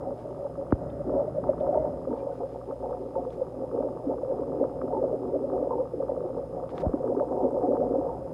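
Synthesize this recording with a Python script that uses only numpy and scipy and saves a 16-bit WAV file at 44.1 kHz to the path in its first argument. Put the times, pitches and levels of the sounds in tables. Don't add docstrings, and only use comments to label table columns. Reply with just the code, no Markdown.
import sys
import numpy as np
from scipy import signal
from scipy.fft import rfft, irfft, next_fast_len
from scipy.io import wavfile
from scipy.ndimage import uniform_filter1d

SR = 44100
rng = np.random.default_rng(int(sys.argv[2]) if len(sys.argv) > 2 else 0)


def master_out(mix):
    frames = np.transpose(np.atleast_2d(mix))
    ceiling = np.clip(frames, -1, 1)
    pcm = np.round(ceiling * 32767).astype(np.int16)
    wavfile.write(sys.argv[1], SR, pcm)


N = 367353

# loudest_s, pitch_hz, peak_db, fade_s, glide (share of the pitch per second)
GLUGS = [(0.065, 738, -34.5, 0.016, 2.5), (0.076, 553, -32, 0.0097, -5.5), (0.088, 554, -32.5, 0.007, 4),
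         (0.119, 570, -29, 0.0058, -1), (0.431, 557, -27.5, 0.0068, 2), (0.456, 566, -24.5, 0.0065, -1),
         (0.468, 850, -35.5, 0.004, 1), (0.587, 558, -29, 0.014, -0.5), (1.006, 577, -26, 0.0085, 0),
         (1.107, 550, -23.5, 0.003, 1.5), (1.176, 553, -22.5, 0.03, 1), (1.193, 607, -24, 0.028, -5),
         (1.21, 647, -26.5, 0.01, -3.5), (1.283, 599, -23, 0.0043, -2.5), (1.385, 562, -19.5, 0.0041, -3),
         (1.495, 584, -12, 0.0047, -1.5), (1.511, 536, -21, 0.0067, -2), (1.612, 594, -20.5, 0.0076, 1.5),
         (1.634, 549, -21.0, 0.006, 2), (1.677, 556, -18.5, 0.0044, 2.5), (1.693, 582, -15.5, 0.0065, 3),
         (1.713, 590, -22, 0.006, -6.5), (1.732, 732, -24, 0.0073, -0.5), (1.735, 527.5, -26, 0.022, 0.5),
         (1.751, 638, -19.5, 0.009, -5.5), (1.758, 882, -28, 0.0048, 2), (1.776, 625, -19.5, 0.0077, -5),
         (1.777, 903, -32, 0.0049, 2.5), (1.804, 618, -24.5, 0.0093, -2), (1.848, 586, -17.5, 0.0033, 0.5),
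         (2.076, 532, -21.5, 0.005, -2), (2.116, 910, -33, 0.006, 1), (2.138, 490, -22.5, 0.0047, 6.5),
         (2.23, 503, -27.5, 0.0071, 8), (2.272, 547, -22, 0.0047, 5), (2.41, 722, -29.5, 0.0081, -4),
         (2.422, 502, -27, 0.0066, -10), (2.439, 520, -24.5, 0.0084, 3.5), (2.728, 546, -26, 0.0049, 4),
         (2.839, 532, -26, 0.0061, -8), (2.87, 508, -26, 0.0043, 0), (2.92, 525, -24, 0.0043, 8),
         (3.159, 884, -31.5, 0.0072, 1), (3.166, 527, -19, 0.0057, 1.5), (3.182, 500, -24.5, 0.0041, 9),
         (3.185, 708, -29, 0.009, -1.5), (3.27, 499, -26.5, 0.012, 2), (3.42, 523, -19.5, 0.0071, -4.5),
         (3.626, 536, -27.5, 0.012, 0), (3.73, 508, -26, 0.0098, 0), (3.746, 487, -18.5, 0.0035, 9),
         (3.753, 300, -24, 0.0039, -10), (3.789, 490, -21, 0.0043, 2), (3.807, 267, -27.5, 0.0077, 6),
         (3.808, 572, -21, 0.004, 3), (3.853, 521, -26, 0.011, -5.5), (4.074, 278, -21.5, 0.0069, -1),
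         (4.094, 439, -24.5, 0.0073, -3), (4.125, 567, -22, 0.004, 1), (4.236, 557, -22, 0.0041, -6),
         (4.303, 524, -20, 0.0093, 7.5), (4.397, 405, -24.5, 0.0054, 6), (4.551, 520, -24, 0.0035, 3),
         (4.609, 282, -23.5, 0.0049, -5), (4.614, 500, -14, 0.0038, 14), (4.63, 289, -23, 0.0037, -8),
         (4.63, 579, -18.5, 0.0078, 3), (4.65, 490, -21.5, 0.0046, 12), (4.908, 730, -29, 0.008, 0.5),
         (4.936, 506, -20, 0.0042, 5), (4.936, 922, -29.5, 0.0069, 1.5), (4.953, 890, -28.5, 0.0047, -12),
         (4.973, 873, -28.5, 0.0088, 1), (4.99, 514, -21.5, 0.0043, 6), (5.02, 506, -19.5, 0.004, 5),
         (5.041, 568, -14.5, 0.0027, 6), (5.057, 518, -25.5, 0.012, -2), (5.115, 493, -21, 0.0035, 7),
         (5.131, 582, -21.5, 0.0052, 7), (5.325, 442, -26.5, 0.009, 2), (5.341, 533, -23.5, 0.0081, 8.5),
         (5.357, 625, -21.5, 0.004, -3), (5.359, 280, -27, 0.011, 1), (5.363, 505, -22, 0.0037, 14),
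         (5.445, 556, -21.5, 0.0075, 6), (5.531, 543, -23.5, 0.0055, -1), (5.628, 524, -15.5, 0.0033, 11),
         (5.674, 533, -18, 0.0027, 7), (5.71, 940, -23, 0.0023, -10), (5.713, 496, -21.5, 0.0056, 4),
         (5.722, 1027, -34.5, 0.011, -0.5), (5.735, 907, -29, 0.0066, -4.5),
         (5.809, 532, -20.5, 0.0092, 1.5), (5.939, 492, -20.5, 0.0036, -4), (5.942, 365, -29, 0.0073, 0),
         (6.005, 535, -19.5, 0.0037, -2), (6.033, 493, -22.5, 0.0038, 8), (6.098, 552, -19, 0.0063, 4),
         (6.121, 514, -19, 0.0027, 8), (6.177, 520, -20, 0.0034, 9), (6.255, 361, -26.5, 0.0082, 0),
         (6.377, 494, -22.5, 0.0035, -3), (6.396, 524, -22.5, 0.0053, -5.5), (6.437, 536, -27, 0.0043, 5),
         (6.634, 512, -25, 0.01, 7.5), (6.838, 546, -18.5, 0.0055, 5), (6.852, 610, -21.5, 0.0053, 0),
         (6.896, 472, -23.5, 0.005, 9), (6.942, 286, -17.5, 0.0044, 3), (6.945, 523, -23.5, 0.0066, 11),
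         (7.007, 508, -21.5, 0.0043, -1), (7.044, 518, -19, 0.0039, 20), (7.103, 480, -20, 0.0035, 3.5),
         (7.124, 540, -18.5, 0.0037, 4), (7.173, 408, -19, 0.0056, 2), (7.178, 283, -24.5, 0.007, 8),
         (7.211, 580, -15.5, 0.0066, 0), (7.232, 508, -20, 0.0038, -4.5), (7.377, 525, -19.5, 0.0034, 0.5),
         (7.451, 534, -16.5, 0.004, 0.5), (7.559, 571, -24, 0.016, -5), (7.639, 475, -19.5, 0.0063, 5.5),
         (7.643, 730, -24.5, 0.0094, 0), (7.644, 292, -24, 0.012, 0), (7.689, 270, -23.5, 0.0075, -5),
         (7.693, 498, -20, 0.004, 5), (7.711, 557, -18, 0.0052, 8.5), (7.733, 537, -16, 0.0049, -6.5),
         (7.737, 283, -25.5, 0.012, 2), (7.779, 477, -20.5, 0.0035, 5.5), (7.815, 540, -20, 0.006, 9.5),
         (7.833, 719, -28, 0.01, -0.5), (7.859, 483, -25, 0.012, -1), (7.937, 289, -25, 0.0049, -6),
         (7.942, 500, -18.5, 0.0033, 12), (7.959, 533, -21.5, 0.0076, 2), (7.985, 530, -17, 0.0035, 3),
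         (7.989, 286, -24, 0.0085, 9), (8.025, 507, -22.5, 0.0036, 10), (8.048, 524, -23, 0.0043, -6),
         (8.067, 514, -23, 0.008, -5)]
# start_s, level_db (before a common lift)
POPS = [(0.010, -41.5), (0.106, -43.5), (0.347, -44), (0.466, -42.5), (0.555, -42), (0.667, -43),
        (1.095, -37), (1.197, -41.0), (1.439, -34), (1.483, -37.5), (1.533, -39.0), (1.581, -40.5),
        (1.667, -37.5), (1.744, -36.5), (2.052, -39.5), (2.129, -40.5), (2.433, -43.5), (2.614, -40),
        (2.711, -36), (2.929, -38.5), (3.155, -38.5), (3.251, -41), (3.714, -38.5), (3.777, -38.5),
        (3.887, -41.5), (3.972, -40), (4.183, -39.5), (4.387, -40), (4.434, -40), (4.52, -40.5),
        (4.64, -36), (4.816, -31.5), (4.88, -39), (4.926, -42), (4.969, -42.5), (5.029, -41.5),
        (5.253, -41), (5.5, -37.5), (5.535, -40.5), (5.579, -39.0), (5.855, -41.5), (6.025, -39.5),
        (6.083, -40.5), (6.165, -41), (6.206, -41), (6.25, -45), (6.306, -45), (6.346, -42.5), (6.381, -42),
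        (6.638, -40), (6.692, -40), (6.78, -34), (6.819, -39.5), (6.881, -40.0), (6.934, -36), (7.032, -41),
        (7.077, -38), (7.166, -40.0), (7.198, -32), (7.287, -41.5), (7.325, -42.5), (7.461, -45),
        (7.568, -41.5), (7.61, -43.5), (7.722, -39), (7.769, -36), (7.93, -40.5), (7.993, -43),
        (8.055, -43), (8.092, -41)]
# pitch_hz, width_hz (of one filter pass), level_db (relative, used in the swarms only)
LARGE_MODES = [(255.7, 35.3, 1.5), (297.2, 29.8, 0), (380.5, 63, 1), (439, 60, -0.5)]
MIDDLE_MODES = [(481.8, 50, -4), (546.5, 44.3, 1.5), (601.7, 59, -3)]
SMALL_MODES = [(716.4, 62, 0.5), (770, 150, -13.5), (879, 60, -7.5)]
# frequency_hz, gain_db (relative)
POP_COLOUR = [(300, -47), (600, -22), (900, -0.5), (1080, 4.5), (1280, 3), (1400, -19.5), (1500, -8.5),
              (1750, -23.5), (2300, -37), (4000, -71.5), (16000, -100)]
# time_s, pitch_hz
MIDDLE_PITCH = [(0, 566.7), (1.85, 575), (2.25, 516.5), (8.33, 511)]

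MAINS_HZ = 59.99
SPREAD_CYCLES = 1.35
BUBBLES_PER_S = 50
MIDDLE_LAG_S = 0.011


def from_db(db):
    return 10 ** (np.asarray(db) / 20)


def rms_one(x):
    return x / np.sqrt(np.mean(x ** 2) + 1e-20)


def in_time(rows):
    s, *columns = np.transpose(rows)
    return [np.interp(np.arange(N) / SR, s, column) for column in columns]


def at_times(curve, s):
    return np.interp(s * SR, np.arange(N), curve)


def wander(per_s):
    values = rng.standard_normal(1000)
    return np.interp(np.arange(N) / SR * per_s, np.arange(len(values)), values)


def chance(s, count):
    draws = np.clip(rng.standard_normal((1000, count)), -2, 2)
    return draws[(s * 100).astype(int)].T


def coloured(x, colour, spread=0, tilt_db=0):
    size = next_fast_len(len(x) + SR // 2)
    hz = np.maximum(np.arange(size // 2 + 1) * SR / size, 1)
    points = np.array(colour, float)
    octaves = np.log2(hz / 300)
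    colour_db = np.interp(np.log(hz), np.log(points[:, 0]), points[:, 1])
    gain = from_db(colour_db + tilt_db * octaves)
    spread_end_hz = 11
    lag = np.exp(-2j * np.pi * spread * np.log(hz + spread_end_hz))
    return irfft(rfft(x, size) * gain * lag, size)[:len(x)]


def noise(colour):
    return rms_one(coloured(rng.standard_normal(N), colour))


def resonate(x, hz, width_hz):
    r = np.exp(-np.pi * width_hz / SR)
    feedback = [1, -2 * r * np.cos(2 * np.pi * hz / SR), r * r]
    return signal.lfilter(np.array([1, 0, -1]) * (1 - r * r) / 2, feedback, x + 1e-18)


def resonate_moving(x, hz, width_hz):
    turn = np.exp(2j * np.pi * np.cumsum(hz) / SR)
    r = np.exp(-np.pi * width_hz / SR)
    return 2 * np.real(turn * signal.lfilter([1 - r], [1, -r], x / turn + 1e-18))


def evened(x, seconds):
    size = max(int(seconds * SR), 8)
    power = uniform_filter1d(uniform_filter1d(x ** 2, size), size)
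    return x / np.sqrt(np.abs(power) + np.mean(x ** 2) / 1e3)


def kicks(per_s, spread_db):
    sizes_db = spread_db * np.minimum(rng.exponential(1, N), 4)
    sizes = from_db(sizes_db) * rng.choice([-1, 1], N)
    return sizes * (rng.random(N) < per_s / SR)


def swells(s, length_s, db):
    t = np.arange(0, N + 40, 40) / SR
    bells = np.exp(-(2 * (t - s[:, None]) / length_s[:, None]) ** 2)
    return np.interp(np.arange(N) / SR, t, from_db(db) ** 2 @ bells)


def mains_hum(cycles):
    hum_tones = [(1, -54.5), (2, -51)]
    hum = np.zeros(N)
    for multiple, db in hum_tones:
        hum += from_db(db) * np.sqrt(2) * np.sin(2 * np.pi * (round(multiple) * cycles + rng.random()))
    return hum


def buzz_and_whine(cycles):
    # frequency_hz, gain_db (relative)
    buzz_colour = [(1200, -24), (1850, 3.5), (2200, -8.5), (2500, -2), (3200, -10.5), (4500, -25.5),
                   (9000, -42)]
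    # pitch_hz, width_hz (halved; each band is filtered twice at double this), level_db (rms while sounding)
    whine_bands = [(5010, 35, -79.5), (5150, 260, -82), (10020, 76, -81), (15000, 90, -98.5)]
    gap_start, gap_share = 0.054, 0.24
    beat = np.diff(np.floor(cycles - gap_start - gap_share), prepend=-1)
    buzz = from_db(-80.0) * rms_one(coloured(beat, buzz_colour, spread=7.3))
    running = uniform_filter1d(1.0 * ((cycles - gap_start) % 1 > gap_share), size=40)
    whine = np.zeros(N)
    for hz, width, db in whine_bands:
        band = resonate(resonate(rng.standard_normal(N), hz, 2 * width), hz, 2 * width)
        whine += from_db(db) * evened(band, 0.0036)
    return buzz + running * whine


def hiss_and_spit(cycles):
    # frequency_hz, gain_db (relative)
    hiss_colour = [(1500, -7.5), (2300, 0), (3400, -0.5), (4400, -3), (5900, -7.5), (6700, -1.5),
                   (7500, -8), (8500, -2.5), (10200, -8), (11500, -9.5), (15700, -14)]
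    # time_s, level_db (rms with the pauses included)
    spit_curve = [(0, -83), (6.7, -83.5), (6.95, -80.5), (7.6, -78.5), (7.8, -81.5), (8.33, -82.5)]
    spit_db, = in_time(spit_curve)
    spitting = (cycles - 0.29) % 1 < 0.17
    spit_colour = [(3000, -21.5), (6500, 0.0), (10000, -0.5), (12000, -16.0)]
    spit = from_db(spit_db) * rms_one(coloured(spitting * rng.standard_normal(N), spit_colour))
    return spit + from_db(-75) * noise(hiss_colour)


def equipment():
    cycles = MAINS_HZ * np.arange(N) / SR
    return mains_hum(cycles) + buzz_and_whine(cycles) + hiss_and_spit(cycles)


def stirred_water():
    # time_s, level_db (before the offsets of slosh and wash)
    stir_curve = [(0, -44), (.23, -49.5), (.69, -46), (.88, -40), (1.5, -43.5), (1.8, -39.5), (2.2, -51.5),
                  (2.8, -52.5), (3.5, -50.5), (4.6, -47), (5.8, -49), (6.7, -46.5), (6.84, -42), (7.2, -49),
                  (8.33, -45.5)]
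    # frequency_hz, gain_db (relative)
    slosh_colour = [(20, -34), (45, -8), (58, 10.5), (80, 2.5), (115, 2), (160, 10), (200, 1.5), (330, 4),
                    (700, -2.5), (1200, -43.5), (4000, -87)]
    wash_colour = [(700, -23.5), (1300, 10), (1650, -1.5), (2100, -6.5), (2300, -30.5), (4000, -41),
                   (12000, -73.5)]
    stir_db, = in_time(stir_curve)
    slosh = from_db(stir_db + 3.5) * noise(slosh_colour)
    wash = from_db(stir_db - 21.5) * noise(wash_colour)
    return slosh + wash


def bubbling():
    # crest_s, length_s, large_db, middle_db, small_db (levels before flutter and mix)
    gurgle_rows = [(0.087, 0.19, -38.5, -35.5, -44.5), (0.273, 0.043, -41, -35.5, -47.5),
                   (0.401, 0.2, -39.5, -38, -48.5), (0.62, 0.064, -36, -35.5, -47.5),
                   (0.802, 0.14, -46, -38, -47.5), (1.107, 0.05, -32.5, -32.5, -50),
                   (1.167, 0.099, -31, -33.5, -40.5), (1.372, 0.027, -50, -28, -49),
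                   (1.481, 0.071, -33.5, -33.5, -40.5), (1.716, 0.15, -36, -29, -38.5),
                   (1.776, 0.031, -36.5, -30.5, -51), (1.865, 0.073, -41.5, -30.5, -41.5),
                   (2.133, 0.042, -31, -41, -43), (2.234, 0.156, -54, -58, -46),
                   (2.426, 0.036, -38, -51.0, -40), (2.558, 0.023, -39, -33.5, -44),
                   (2.709, 0.03, -34, -31, -43), (2.851, 0.043, -41.5, -29.5, -39.5),
                   (2.916, 0.073, -44, -35, -38), (3.042, 0.057, -38, -35, -47),
                   (3.188, 0.099, -36.5, -38, -42), (3.403, 0.055, -41.5, -33.5, -43),
                   (3.632, 0.062, -36.5, -36.5, -43), (3.776, 0.074, -31, -31.5, -42.5),
                   (3.86, 0.083, -34, -33, -48.5), (4.116, 0.036, -30, -34.0, -35.5),
                   (4.323, 0.037, -42, -42, -43.5), (4.467, 0.19, -32, -37, -46.5),
                   (4.625, 0.091, -34, -37, -41), (4.868, 0.086, -31, -33.5, -47),
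                   (5.019, 0.17, -30.5, -32, -42), (5.153, 0.019, -29.5, -29, -38),
                   (5.248, 0.11, -33, -35, -45), (5.357, 0.031, -32.5, -31, -41),
                   (5.418, 0.22, -36, -41.5, -55), (5.595, 0.13, -30.5, -32, -37),
                   (5.695, 0.12, -43, -35, -42.5), (5.782, 0.108, -34, -32, -40.5),
                   (6.014, 0.05, -33.5, -34, -45), (6.115, 0.08, -41.5, -30.5, -43),
                   (6.243, 0.13, -42, -32.5, -48), (6.39, 0.08, -40, -30.5, -44.5),
                   (6.587, 0.095, -42.5, -33.5, -43), (6.782, 0.13, -41, -38, -41),
                   (6.848, 0.031, -34, -30.5, -35.5), (6.98, 0.12, -35, -44, -44.0),
                   (7.119, 0.097, -29, -47.5, -39.5), (7.221, 0.033, -29, -34.5, -36.5),
                   (7.361, 0.11, -31.5, -33.5, -36.5), (7.45, 0.053, -27, -28, -39),
                   (7.563, 0.05, -30.5, -29.5, -40), (7.631, 0.058, -40, -38, -39.5),
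                   (7.747, 0.108, -30, -29.5, -42.5), (7.853, 0.047, -36, -26.5, -36.0),
                   (7.941, 0.15, -31.5, -31, -46.5), (8.085, 0.157, -53.5, -48, -39.5)]
    # time_s, level_db (before the offset of each size)
    simmer_curve = [(0.0, -51), (1.1, -40.5), (1.85, -36.5), (2.5, -41.5), (3.5, -40), (4.2, -36.5),
                    (5.2, -38.5), (6.5, -44), (7.4, -32.5), (8.33, -38.5)]
    large_lead_s = 0.016
    s, length_s, large_db, middle_db, small_db = np.transpose(gurgle_rows)
    simmer_db, = in_time(simmer_curve)
    # crest, gurgle level and simmer offset in dB for each size
    sizes = [(s - large_lead_s, large_db, -4), (s, middle_db, 0), (s, small_db, -12.5)]
    strengths = []
    for crest, db, offset_db in sizes:
        power = swells(crest, length_s, db) + from_db(simmer_db + offset_db) ** 2
        flutter_db = 1.96 * wander(per_s=22)
        strengths.append(np.sqrt(power) * from_db(flutter_db))
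    return strengths


def swarm(births, modes, low_hz, high_hz, extra=0, even_s=0.04):
    rings = extra
    for hz, width, db in modes:
        hits = births * rng.normal(0.62, 1, N)
        rings = rings + from_db(db) * resonate(resonate(hits, hz, width), hz, width)
    band = signal.butter(4, [low_hz, high_hz], "band", fs=SR, output="sos")
    return evened(signal.sosfilt(band, rings), even_s)


def gurgle(large_gain, middle_gain, small_gain):
    middle_hz = in_time(MIDDLE_PITCH)[0] * (1 + 0.042 * wander(per_s=14))
    small_hz = 774 * (1 + 0.044 * wander(per_s=14))
    births = kicks(per_s=180, spread_db=1.5)
    small_births = kicks(per_s=110, spread_db=2.0)
    middle_ring = resonate_moving(births, middle_hz, width_hz=45)
    middle_ring = from_db(2.0) * resonate_moving(middle_ring, middle_hz, width_hz=45)
    small_ring = from_db(-6.5) * resonate_moving(small_births, small_hz, width_hz=320)
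    large = swarm(births, LARGE_MODES, low_hz=203.0, high_hz=479.0, even_s=0.043)
    middle = swarm(births, MIDDLE_MODES, low_hz=433.7, high_hz=659.0, extra=middle_ring, even_s=0.022)
    small = swarm(small_births, SMALL_MODES, low_hz=684, high_hz=1000, extra=small_ring, even_s=0.054)
    return large_gain * large + middle_gain * middle + small_gain * small


def bubble_chain():
    main = [s - MIDDLE_LAG_S for s, hz, *_ in GLUGS if 450 < hz < 660]
    loud = np.sort([0, N / SR] + main + [s for s, _ in POPS])
    loud = loud[np.diff(loud, prepend=-1) > 0.5 / BUBBLES_PER_S]
    links = []
    for a, b in zip(loud, loud[1:]):
        count = max(round((b - a) * BUBBLES_PER_S), 1)
        links.append(np.linspace(a, b, count, endpoint=False))
    chain = np.concatenate(links)
    jitter_s = 0.0029 * chance(chain, count=1)[0]
    return chain + jitter_s * ~np.isin(chain, loud)


def pops(rows):
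    lead, out = SR // 50, np.zeros(N + SR)
    click = signal.unit_impulse(3 * lead, lead)
    shapes = [coloured(click, POP_COLOUR, SPREAD_CYCLES, 8 * step / 2) for step in range(-2, 3)]
    for (s, db), (bright, sign) in zip(rows, chance(rows[:, 0], count=2).T):
        step = round(np.clip(bright + (db + 38) / 10, -2, 2))
        shape, start = shapes[2 + step], round(s * SR)
        out[start:start + len(shape)] += np.sign(sign) * from_db(db) * shape / np.abs(shape).max()
    return out[lead:lead + N]


def surface_pops(chain, small_gain):
    follow = 0.38
    distance_s = abs(chain[:, None] - np.array(POPS)[:, 0]).min(axis=1)
    lesser = chain[distance_s > 0.5 / BUBBLES_PER_S]
    swell_db = 20 * np.log10(at_times(small_gain, lesser) / small_gain.mean())
    lesser_db = -51.5 + follow * swell_db + 4.5 * chance(lesser, count=1)[0]
    blips = from_db(1.5) * pops(np.vstack([POPS, np.transpose([lesser, lesser_db])]))
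    froth = evened(coloured(kicks(per_s=160, spread_db=3.5), POP_COLOUR, SPREAD_CYCLES), 0.098)
    blips += from_db(-61.5) * (small_gain / small_gain.mean()) ** follow * froth
    wall_ring = from_db(-2.0) * resonate(blips, hz=1348, width_hz=160)
    echo = from_db(-12.5) * np.roll(blips, round(0.0043 * SR))
    return blips + wall_ring + echo


def glugs(rows, level_db):
    out = np.zeros(N + 2 * SR)
    swell_share = 0.56
    for (s, hz, db, fade_s, glide), phase in zip(rows, chance(np.array(rows)[:, 0], count=1)[0]):
        t = np.arange(-int(4 * fade_s * SR), int(10 * fade_s * SR)) / SR
        start = SR + round((s + t[0]) * SR)
        swell = np.exp(-0.5 * (t / (swell_share * fade_s)) ** 2)
        shape = np.where(t < 0, swell, 1 / np.cosh(t / fade_s))
        cycles = hz * (t + glide * t * t / 2)
        out[start:start + len(t)] += from_db(db + level_db) * shape * np.sin(2 * np.pi * (cycles + phase))
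    return out[SR:SR + N]


def ring_out(s, hz, gain, fade_s, above_db):
    size, pitch, length, lift = chance(s, count=4)
    hz = hz * (1 + 0.031 * pitch)
    big_s, big_hz = np.transpose(GLUGS)[:2]
    near_in_time = abs(s[:, None] - big_s) < 0.009
    near_in_pitch = abs(hz[:, None] / big_hz - 1) < 0.18
    taken = (near_in_time & near_in_pitch).any(axis=1)
    db = 20 * np.log10(at_times(gain, s)) + 2.5 * size
    glide = 2 + 3 * lift
    rows = np.transpose([s, hz, db, fade_s * np.exp(0.39 * length), glide])
    return glugs(rows[~taken], above_db)


def chain_rings(chain, large, middle, small):
    # pitch_hz (before scatter), lag_s (after the pop), fade_s (before scatter),
    # level_db (relative to the gurgle, before scatter)
    large_rings = [(273.2, .013, .009, -8), (385.2, .005, .0075, -4.5)]
    small_rings = [(724, .005, .009, -1.5), (880, .002, .009, -6)]
    favoured_hz = np.interp(chain, *np.transpose(MIDDLE_PITCH))
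    out = ring_out(chain + MIDDLE_LAG_S, favoured_hz, middle, fade_s=0.0048, above_db=3.5)
    for rings, gain in (large_rings, large), (small_rings, small):
        for hz, lag_s, fade_s, db in rings:
            out = out + ring_out(chain + lag_s, hz, gain, fade_s, db)
    return out


def tank_ring(x):
    width_share, lag_s = 0.49, 0.011
    modes = LARGE_MODES + MIDDLE_MODES + SMALL_MODES
    rings = sum(resonate(x, hz, width_share * width) for hz, width, _ in modes)
    return from_db(-13.0) * np.interp(np.arange(N) - lag_s * SR, np.arange(N), rings, left=0)


def strikes(rows, colour):
    clicks, unit = np.zeros(N), np.zeros(N)
    unit[N // 2] = 1
    for s, db in rows:
        clicks[round(s * SR)] = from_db(db)
    return coloured(clicks, colour, SPREAD_CYCLES) / np.abs(coloured(unit, colour, SPREAD_CYCLES)).max()


def ticks():
    # start_s, click_db (peak, before a common lift), kick_db (drive into the ringing), ring_pitch_hz
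    tick_rows = [(0.1895, -64, -60, 2900), (0.3089, -67, -57, 2900), (0.707, -66, -50, 2750),
                 (0.9, -66, -46.5, 3570), (1.601, -65.5, -48, 3520), (1.738, -62, -60, 3000),
                 (3.303, -61, -45, 3950), (6.6925, -51, -64, 2600), (6.704, -52, -56, 3900),
                 (6.7803, -38.5, -45, 3700), (6.82, -52.5, -60, 3000)]
    # frequency_hz, gain_db (relative)
    tick_colour = [(800, -39), (1500, -2), (2300, 4), (2700, -5), (3050, -1.5), (3550, 0), (4200, -12),
                   (8000, -26), (14000, -46)]
    tick_modes = [(.75, 110, 4), (.87, 110, 4), (1, 100, 7)]
    clicks = strikes([(s, db) for s, db, _, _ in tick_rows], tick_colour)
    tap = strikes([(0.00087, 0)], tick_colour)[:SR // 10]
    rings = np.zeros(N)
    for s, _, kick_db, hz in tick_rows:
        start = round(s * SR)
        for share, width, db in tick_modes:
            rings[start:start + len(tap)] += from_db(kick_db + db) * resonate(tap, share * hz, width)
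    return from_db(2.0) * clicks + rings


def rustles():
    # crest_s, length_s, level_db
    rustle_rows = [(.2, .06, -69), (.34, .25, -74.5), (1.295, 1.2, -82), (2.188, 0.056, -67.5),
                   (2.36, .06, -70), (2.52, 0.095, -71), (2.902, 1.4, -76.5), (3.335, 0.038, -65),
                   (6.712, .03, -64), (6.774, .04, -60.5), (6.806, 0.026, -55.5)]
    # frequency_hz, gain_db (relative)
    brush_colour = [(700, -26), (1500, 9), (2500, -2), (5000, -6), (7000, -13), (9000, -19.5), (14000, -27)]
    grains = kicks(per_s=2500, spread_db=2.0)
    crackle = evened(coloured(grains, brush_colour), 0.054)
    return np.sqrt(swells(*np.transpose(rustle_rows))) * crackle


def knocks():
    # start_s, strength_db (of the click before colouring), tilt_db (per octave)
    knock_rows = [(0.7233, 26.5, 0), (6.8617, 16.5, -4.5)]
    # frequency_hz, gain_db
    knock_colour = [(18, -39.5), (32, -12.5), (55, 4.5), (85, 5.5), (170, -2.5), (290, 6.5), (450, -4),
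                    (750, -12), (1350, -15.5), (1800, -30.5), (2500, -54.5), (4000, -66), (6000, -75),
                    (16000, -95)]
    out = np.zeros(N)
    for s, db, tilt_db in knock_rows:
        click = np.zeros(N)
        click[round(s * SR)] = from_db(db)
        out += coloured(click, knock_colour, SPREAD_CYCLES, tilt_db)
    return out


def thin_notes():
    # loudest_s, pitch_hz, level_db (before a common lift), fade_s, glide (share of the pitch per second)
    note_rows = [(1.488, 2020, -73, .022, .2), (1.785, 2040, -70, 0.028, .15), (2.204, 2390, -68, 0.011, 0),
                 (2.318, 1480, -58, 0.0063, 0)]
    return glugs(note_rows, level_db=2.0)


def scene():
    large, middle, small = bubbling()
    chain = bubble_chain()
    swarms = gurgle(from_db(-2.0) * large, from_db(-4.0) * middle, from_db(-1.5) * small)
    singles = glugs(GLUGS, level_db=0.0) + thin_notes() + chain_rings(chain, large, middle, small)
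    water = stirred_water() + swarms + surface_pops(chain, small) + singles + tank_ring(singles)
    return (equipment() + water + ticks() + rustles() + knocks())[None]


def record(dry):
    return signal.sosfilt(signal.ellip(12, 0.1, 80, 15700, fs=SR, output="sos"), dry)


dry = scene()
out = record(dry)
master_out(out)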